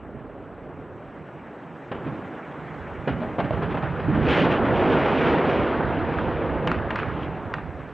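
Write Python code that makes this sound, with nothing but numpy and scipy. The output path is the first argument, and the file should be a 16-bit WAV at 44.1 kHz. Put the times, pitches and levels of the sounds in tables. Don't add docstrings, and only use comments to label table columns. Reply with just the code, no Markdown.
import sys
import numpy as np
from scipy import signal
from scipy.fft import rfft, irfft, next_fast_len
from scipy.io import wavfile
from scipy.ndimage import uniform_filter1d

SR = 44100
rng = np.random.default_rng(int(sys.argv[2]) if len(sys.argv) > 2 else 0)


def unload_audio(sound):
    columns = np.transpose(np.atleast_2d(sound))
    steps = np.round(np.clip(columns, -1, 1) * 32767)
    wavfile.write(sys.argv[1], SR, steps.astype(np.int16))


N = 349801

# t/s, peak before filtering/dB, centre f/Hz, bright part/dB, cluster/s
THUDS = [(0.149, -31, 246.7, -32, 0.025), (1.9146, -22.5, 330, -5.5, 0.013),
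         (1.9253, -19, 666, -9.5, 0.006), (1.9325, -22, 557, -8, 0.003), (1.945, -27, 420, -9, 0.025),
         (2.039, -29.5, 314.6, -11, 0.027), (2.065, -19.5, 306.6, -18.5, 0.03),
         (3.075, -12.5, 483.3, -8, 0.012), (3.088, -16, 640, -9.5, 0.011), (3.097, -21, 240, -9, 0.016),
         (3.119, -25.5, 228.7, -9, 0.02), (3.202, -26, 246, -10.5, 0.018),
         (3.219, -18.5, 716, -23.5, 0.034), (3.3843, -12, 555.7, -16, 0.023),
         (3.3976, -14, 908, -9.5, 0.012), (3.4077, -19, 210, -8.5, 0.008),
         (3.441, -19.5, 299, -12.5, 0.026), (3.5083, -9, 708, -27, 0.0055), (3.525, -20, 524, -12, 0.03),
         (3.565, -22.5, 378, -20, 0.036), (3.621, -19.5, 502, -10, 0.03), (3.692, -24.5, 421, -10.5, 0.02),
         (3.705, -23, 351, -8, 0.029), (3.7446, -14.5, 854, -13, 0.013), (3.766, -23.5, 464, -7.5, 0.027),
         (3.822, -21.5, 853, -11, 0.045), (3.995, -21, 458, -9.5, 0.015), (4.084, -11.5, 259, -26.5, 0.031),
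         (4.108, -21, 199.2, -22.5, 0.038), (4.14, -17, 239.4, -15, 0.046)]


def roar():
    levels = [(0.0, -41, -52), (0.95, -41, -49.5), (1.87, -41.5, -45.5), (2.1, -36, -41.5),
              (2.58, -40, -42), (3.05, -37.5, -41.5), (3.6, -34, -37.5), (3.95, -34.5, -36.5),
              (4.13, -31.5, -34.5), (4.25, -24.5, -30), (4.32, -20, -28), (4.54, -21, -28.5),
              (4.61, -21.5, -31), (4.69, -22.5, -27), (4.76, -21, -30), (4.86, -20, -27.5),
              (4.94, -20, -27), (5.1, -22.5, -27.5), (5.28, -22, -26), (5.4, -21.5, -28),
              (5.99, -27.5, -33), (6.54, -27, -36), (7.09, -31.5, -36.5), (7.75, -38.5, -44.5),
              (7.93, -43, -43)]
    body_spectrum = [(30, -75.5), (60, -40.5), (95, -17), (130, -5.5), (170, -4.5), (250, 3), (480, -0.5),
                     (600, -2), (680, -5), (900, -10), (1500, -15), (2500, -77), (5000, -120)]
    rush_spectrum = [(100, -90.5), (450, -25), (750, 0), (1100, -4.5), (1700, -6.5), (2100, -12),
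                     (2900, -19.5), (3500, -27), (4100, -35.5), (5200, -48), (8500, -81.5)]
    body_gain, rush_gain = follow(levels)
    pops = gain_of(4.3 * np.minimum(rng.exponential(1, N), 4))
    pops *= rng.random(N) < 1500 / SR
    pops *= rng.choice([-1., 1.], N)
    body = turbulence(body_spectrum, patchy_db=1.0, gusty_db=0.18, size=1024)
    rush = turbulence(rush_spectrum, patchy_db=2.0, gusty_db=0.49, size=512)
    rush += 0.29 * unit_rms(colour(pops, rush_spectrum))
    return body_gain * body + rush_gain * unit_rms(rush) + surging_hiss(pops) + hull() + bass()


def surging_hiss(pops):
    surges = [(4.1, -62), (4.24, -40), (4.275, -36), (4.3, -27), (4.36, -27.5), (4.4, -28), (4.45, -30),
              (4.48, -39), (4.52, -32), (4.61, -46.5), (4.73, -47), (4.76, -35.5), (4.87, -41), (4.92, -34),
              (5.02, -38.5), (5.29, -33.5), (5.43, -42), (5.49, -36), (5.66, -42), (5.85, -53), (6.18, -46),
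              (6.45, -51.5), (6.94, -63.5), (6.99, -37.5), (7.05, -53), (7.2, -51), (7.235, -44),
              (7.3, -68)]
    spectrum = [(200, -83.5), (1000, -7.5), (1700, -3.5), (2500, 0), (3200, -5), (4100, -20.5), (5200, -31),
                (6500, -39.5), (8500, -53)]
    spits_per_s, spit_db = 160, -12
    spits = rng.uniform(-0.69, 1, N) * (rng.random(N) < spits_per_s / SR)
    hiss = turbulence(spectrum, patchy_db=0.58, gusty_db=0.95, size=256)
    hiss += 0.35 * unit_rms(colour(pops, spectrum))
    hiss += gain_of(spit_db) * unit_rms(colour(spits, spectrum))
    return follow(surges)[0] * unit_rms(hiss)


def hull():
    resonances = [(250, -58), (330, -10.5), (375, 2.5), (420, -15.5), (485, 6.5), (540, -15), (630, -13.5),
                  (672, 3), (720, -22.5), (900, -7), (1100, -19.5), (1600, -67.5)]
    levels = [(4.15, -55.5), (4.35, -39.5), (4.6, -38.5), (4.78, -27), (4.88, -25.5), (5.0, -28.5),
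              (5.15, -35.5), (5.26, -26.5), (5.36, -33.5), (5.6, -31.5), (6.1, -34.5), (6.6, -35.5),
              (7.2, -50)]
    return follow(levels)[0] * turbulence(resonances, patchy_db=1.5, gusty_db=2.4, size=2048)


def thuds():
    bright_spectrum = [(300, -30.5), (600, -5.5), (1100, -5.5), (1600, -11), (2200, -17), (2800, -19.5),
                       (3400, -26), (4100, -36.5), (5300, -48), (7000, -79), (9000, -100)]
    path = [(25, -41.5), (60, -26.5), (110, 4.5), (1500, -3), (3000, 2.5), (4500, -14.5), (7000, -76)]
    gap_cycles, bright_rise_s, feed_db = 1.2, 0.0067, -4.5
    direct, edge, feed = np.zeros((3, N))
    t = np.arange(6000) / SR
    chance = rng.random((len(THUDS), 3, len(t)))
    for (s, db, hz, bright_db, length), (spacing, sign, noise) in zip(THUDS, chance):
        fade = np.exp(-(t / length) ** 2.5) * np.minimum(t / 0.0029, 1)
        arrivals = np.cumsum((.4 + 1.2 * spacing) * gap_cycles * SR / hz).astype(int)
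        slaps = np.isin(np.arange(len(t)), arrivals) * np.sign(sign - .5) * (0.66 + noise * 0.7) * fade
        slaps[0] = 1.58
        phase = 2 * np.pi * hz * t[:800]
        blunt = signal.oaconvolve(slaps, np.sin(phase) * np.exp(-.22 * phase))[:len(t)]
        blunt *= gain_of(db) / abs(blunt).max()
        build = 0.48 + 0.46 * np.minimum(t / bright_rise_s, 1)
        bright = gain_of(db + bright_db) * unit_rms(colour(noise - .5, bright_spectrum)) * fade * build
        add(direct, s, blunt)
        add(edge, s, bright)
        add(feed, s, gain_of(feed_db) * (blunt + bright))
    return colour(direct, path) + edge, colour(feed, path)


def cracks():
    # t/s, level/dB, ring f/Hz, hold/s, ring T60/s, treble gain/dB
    rounds = [(6.1863, -20.5, 1260, 0.00061, .01, -2), (6.6733, -15.5, 1185, 0.0035, 0.0077, 4),
              (6.6747, -21.5, 2750, 0.0016, .008, -3), (6.681, -26.5, 2740, 0.0026, 0.011, -12),
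              (6.699, -34, 2160, 0.002, 0.0098, -12), (6.7154, -14.5, 1370, 0.0022, 0.0086, 3),
              (6.744, -27, 1550, 0.0011, 0.0088, -13), (6.9055, -21, 1667, 0.0019, 0.0087, 3),
              (6.9102, -22.5, 2830, 0.0015, 0.01, -16), (6.9578, -13.5, 1430, 0.00064, 0.0081, 2),
              (6.975, -26.5, 1400, .001, 0.0074, -9), (6.989, -21, 1110, .0006, .008, -18),
              (7, -21, 1500, .001, 0.0073, -8), (7.0316, -21, 1260, 0.0014, 0.012, -19),
              (7.539, -17, 1410, 0.00063, 0.0079, 3.5), (7.541, -26, 2510, 0.0012, .006, -12),
              (7.583, -30.5, 1280, 0.0027, 0.02, -12)]
    shock_spectrum = [(500, -28), (1000, -2), (1900, 1), (2700, -7), (3500, -19), (4700, -28.5),
                      (6300, -37), (8500, -45)]
    snap_spectrum = [(500, -25), (900, 8.5), (1600, 6), (2600, -4), (3400, -17), (4200, -23.5), (6000, -35),
                     (8500, -49)]
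    shock_s, shock_db = .0008, -6
    ring_db, sag_depth, sag_s = -1, 0.46, .003
    snap_db, front_db, front_fall_s, feed_db = -11, -10, 0.001, -6
    direct, feed = np.zeros((2, N))
    t = np.arange(1500) / SR
    chance = rng.standard_normal((len(rounds), len(t)))
    shock = colour(np.sinc((t - shock_s) * SR), shock_spectrum)
    shock = gain_of(shock_db) * shock / shock.max() * np.minimum(t / shock_s, 1)
    rise = np.sin(np.pi / 2 * np.minimum(t / 0.00082, 1)) ** 2
    for (s, db, hz, hold, t60, treble_db), noise in zip(rounds, chance):
        late = np.maximum(t - hold, 0)
        cycles = np.cumsum(hz * (1 + sag_depth * (np.exp(-t / sag_s) - .5))) / SR
        cycles -= np.interp(shock_s, t, cycles)
        ring = np.cos(2 * np.pi * cycles) * gain_of(ring_db - 60 * late / t60)
        noise = colour(noise, snap_spectrum)
        noise /= np.sqrt(uniform_filter1d(noise ** 2, size=150))
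        front = gain_of(front_db) * np.exp(-(late / front_fall_s) ** 2)
        snap = noise * (front + gain_of(snap_db - 60 * (t / (2.06 * t60 + hold)) ** 2))
        crack = gain_of(db) * (rise * (ring + snap) + shock)
        add(direct, s, colour(crack, [(2300, 0.0038), (4500, treble_db)]))
        add(feed, s, gain_of(db + feed_db) * rise * snap)
    return direct, colour(feed, [(1000, 1.5), (4000, 4.0), (7000, -8.0)])


def street(x):
    decay_times = [(80, 1), (300, 0.72), (1000, 0.25), (4000, 0.47)]
    taps = np.zeros(SR)
    slots = np.arange(200, SR - 20, 20)
    taps[slots + rng.integers(0, 20, len(slots))] = rng.choice([-1., 1.], len(slots))
    hz, t, bands = signal.stft(taps, SR, nperseg=512)
    tail = signal.istft(bands * gain_of(-60 * t / read(decay_times, hz)[:, None]), SR, nperseg=512)[1]
    return signal.fftconvolve(x, tail / np.linalg.norm(tail))[:N]


def bass():
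    levels = [(0.0, -52.5, -48), (0.85, -46, -48.5), (1.39, -52, -56.5), (1.87, -47.5, -61),
              (2.5, -42.5, -56), (2.9, -43.5, -44), (3.6, -36, -44), (4.02, -33, -36.5),
              (4.14, -30.5, -29.5), (4.3, -30, -29.5), (4.45, -26, -37), (4.79, -30, -31),
              (4.9, -32, -38.5), (5.4, -28.5, -36), (5.68, -35.5, -33.5), (6.0, -35, -35),
              (6.54, -32.5, -35.5), (7.3, -36, -36), (7.93, -45.5, -45.5)]
    boom_spectrum = [(30, -76.5), (60, -36), (95, -18.5), (135, 14.5), (175, 10.5), (240, -7.5), (400, -53),
                     (900, -120)]
    rumble_spectrum = [(15, -72), (28, -15.5), (40, -20.5), (52, -4.5), (75, 1), (100, 0.5), (140, -17.5),
                       (260, -67.5), (600, -130)]
    (boom_gain, rumble_gain), shake = follow(levels), ground_shake()
    boom = turbulence(boom_spectrum, patchy_db=2.0, gusty_db=0.29, size=2048)
    rumble = turbulence(rumble_spectrum, patchy_db=0.44, gusty_db=1.3, size=4096)
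    return np.hypot(boom_gain, gain_of(4.0) * shake) * boom + np.hypot(rumble_gain, shake) * rumble


def ground_shake():
    coupling_db, rise_s, fall_db_per_s = -26, 0.024, 43
    onsets, peak_db = np.array(THUDS).T[:2, :, None]
    grid = np.arange(0, N, 64)
    since = grid / SR - onsets
    gains = gain_of(peak_db + coupling_db - fall_db_per_s * abs(since)) * np.clip(since / rise_s, 0, 1)
    return np.interp(np.arange(N), grid, np.sqrt((gains ** 2).sum(0)))


def ports(x):
    lean_spectrum = [(30, -3), (60, -6.5), (95, -6.5), (150, -10.5), (230, -17), (370, -25.5), (600, -25.5),
                     (1500, -36.5), (4000, -60)]
    lean_depth = [(0, 0.5), (1.4, -3), (2.5, -2), (3.5, 1), (4.3, -0.5), (5.5, 0), (6.5, -0.5), (7.93, 0.5)]
    unshared_spectrum = [(30, -23), (70, -25), (150, -23), (400, -29), (1000, -25.5), (2000, -29.5),
                         (3500, -49.5), (6000, -50)]
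    wander_rate = 10.12
    phase = uniform_filter1d(np.cumsum(rng.standard_normal(N)) * wander_rate / np.sqrt(SR), size=400)
    analytic = signal.hilbert(x, next_fast_len(N))[:N]
    unshared = colour((analytic * np.exp(1j * phase)).real, unshared_spectrum)
    side = unshared - follow(lean_depth)[0] * colour(x, lean_spectrum)
    return np.array([x + side, x - side])


def camera_noise():
    spectrum = [(3000, -28), (4500, -7), (5500, 0), (6500, -2), (8000, -2.5), (8800, -10)]
    levels = [(0, -86), (.7, -83.5), (2.3, -75.5), (3.6, -75.5), (4.2, -79), (5.9, -88.5), (7.2, -78.5),
              (7.93, -77)]
    tones = [(7800, -97), (7826, -95)]
    t = np.arange(N) / SR
    whine = sum(np.sqrt(2) * gain_of(db) * np.sin(2 * np.pi * hz * t) for hz, db in tones)
    shared, side = (turbulence(spectrum, patchy_db=1.5, gusty_db=.6, size=512) for _ in range(2))
    return follow(levels)[0] * (shared + .38 * side * [[1], [-1]]) + whine


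def turbulence(points, patchy_db, gusty_db, size):
    hop = size // 4
    frames, hz = N // hop + 5, np.fft.rfftfreq(size, 1 / SR)
    real, imag, patches = rng.standard_normal((frames, len(hz), 3)).T
    patches = unit_rms(uniform_filter1d(uniform_filter1d(patches, size=9, axis=0), size=12, axis=1))
    gusts = unit_rms(uniform_filter1d(rng.standard_normal(frames), size=6))
    bands = (real + 1j * imag) * gain_of(read(points, hz)[:, None] + patchy_db * patches + gusty_db * gusts)
    return unit_rms(signal.istft(bands, nperseg=size, noverlap=size - hop)[1][:N])


def gain_of(db):
    return 10 ** (np.asarray(db) / 20)


def unit_rms(x):
    return x / np.sqrt(np.mean(x ** 2) + 1e-20)


def read(points, hz):
    f, value = np.transpose(points)
    return np.interp(np.log(hz + 1), np.log(f + 1), value)


def follow(curve):
    s, *columns = np.transpose(curve)
    return [gain_of(np.interp(np.arange(N) / SR, s, db, -200, -200)) for db in columns]


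def colour(x, points):
    size = next_fast_len(x.shape[-1])
    response = gain_of(read(points, np.fft.rfftfreq(size, 1 / SR)))
    return irfft(rfft(x, size) * response, size)[..., :x.shape[-1]]


def low_pass(x, hz):
    return signal.oaconvolve(x, signal.firwin(511, hz, window=("kaiser", 9), fs=SR)[None], "same")


def add(mix, s, sound):
    part = mix[round(s * SR):][:len(sound)]
    part += sound[:len(part)]


def scene():
    (thud, thud_feed), (crack, crack_feed) = thuds(), cracks()
    return ports(roar() + thud + crack + street(thud_feed + crack_feed)) + camera_noise()


def record(dry):
    image_spectrum = [(12600, -68), (13500, -15), (14300, -4.5), (15700, -14)]
    ceiling, band_hz, edge_hz = .36, 8800, 15750
    narrow = low_pass(ceiling * np.tanh(dry / ceiling), band_hz)
    image = colour(narrow * (-1.) ** np.arange(N), image_spectrum)
    return low_pass(narrow + image, edge_hz)


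dry = scene()
out = record(dry)
unload_audio(out)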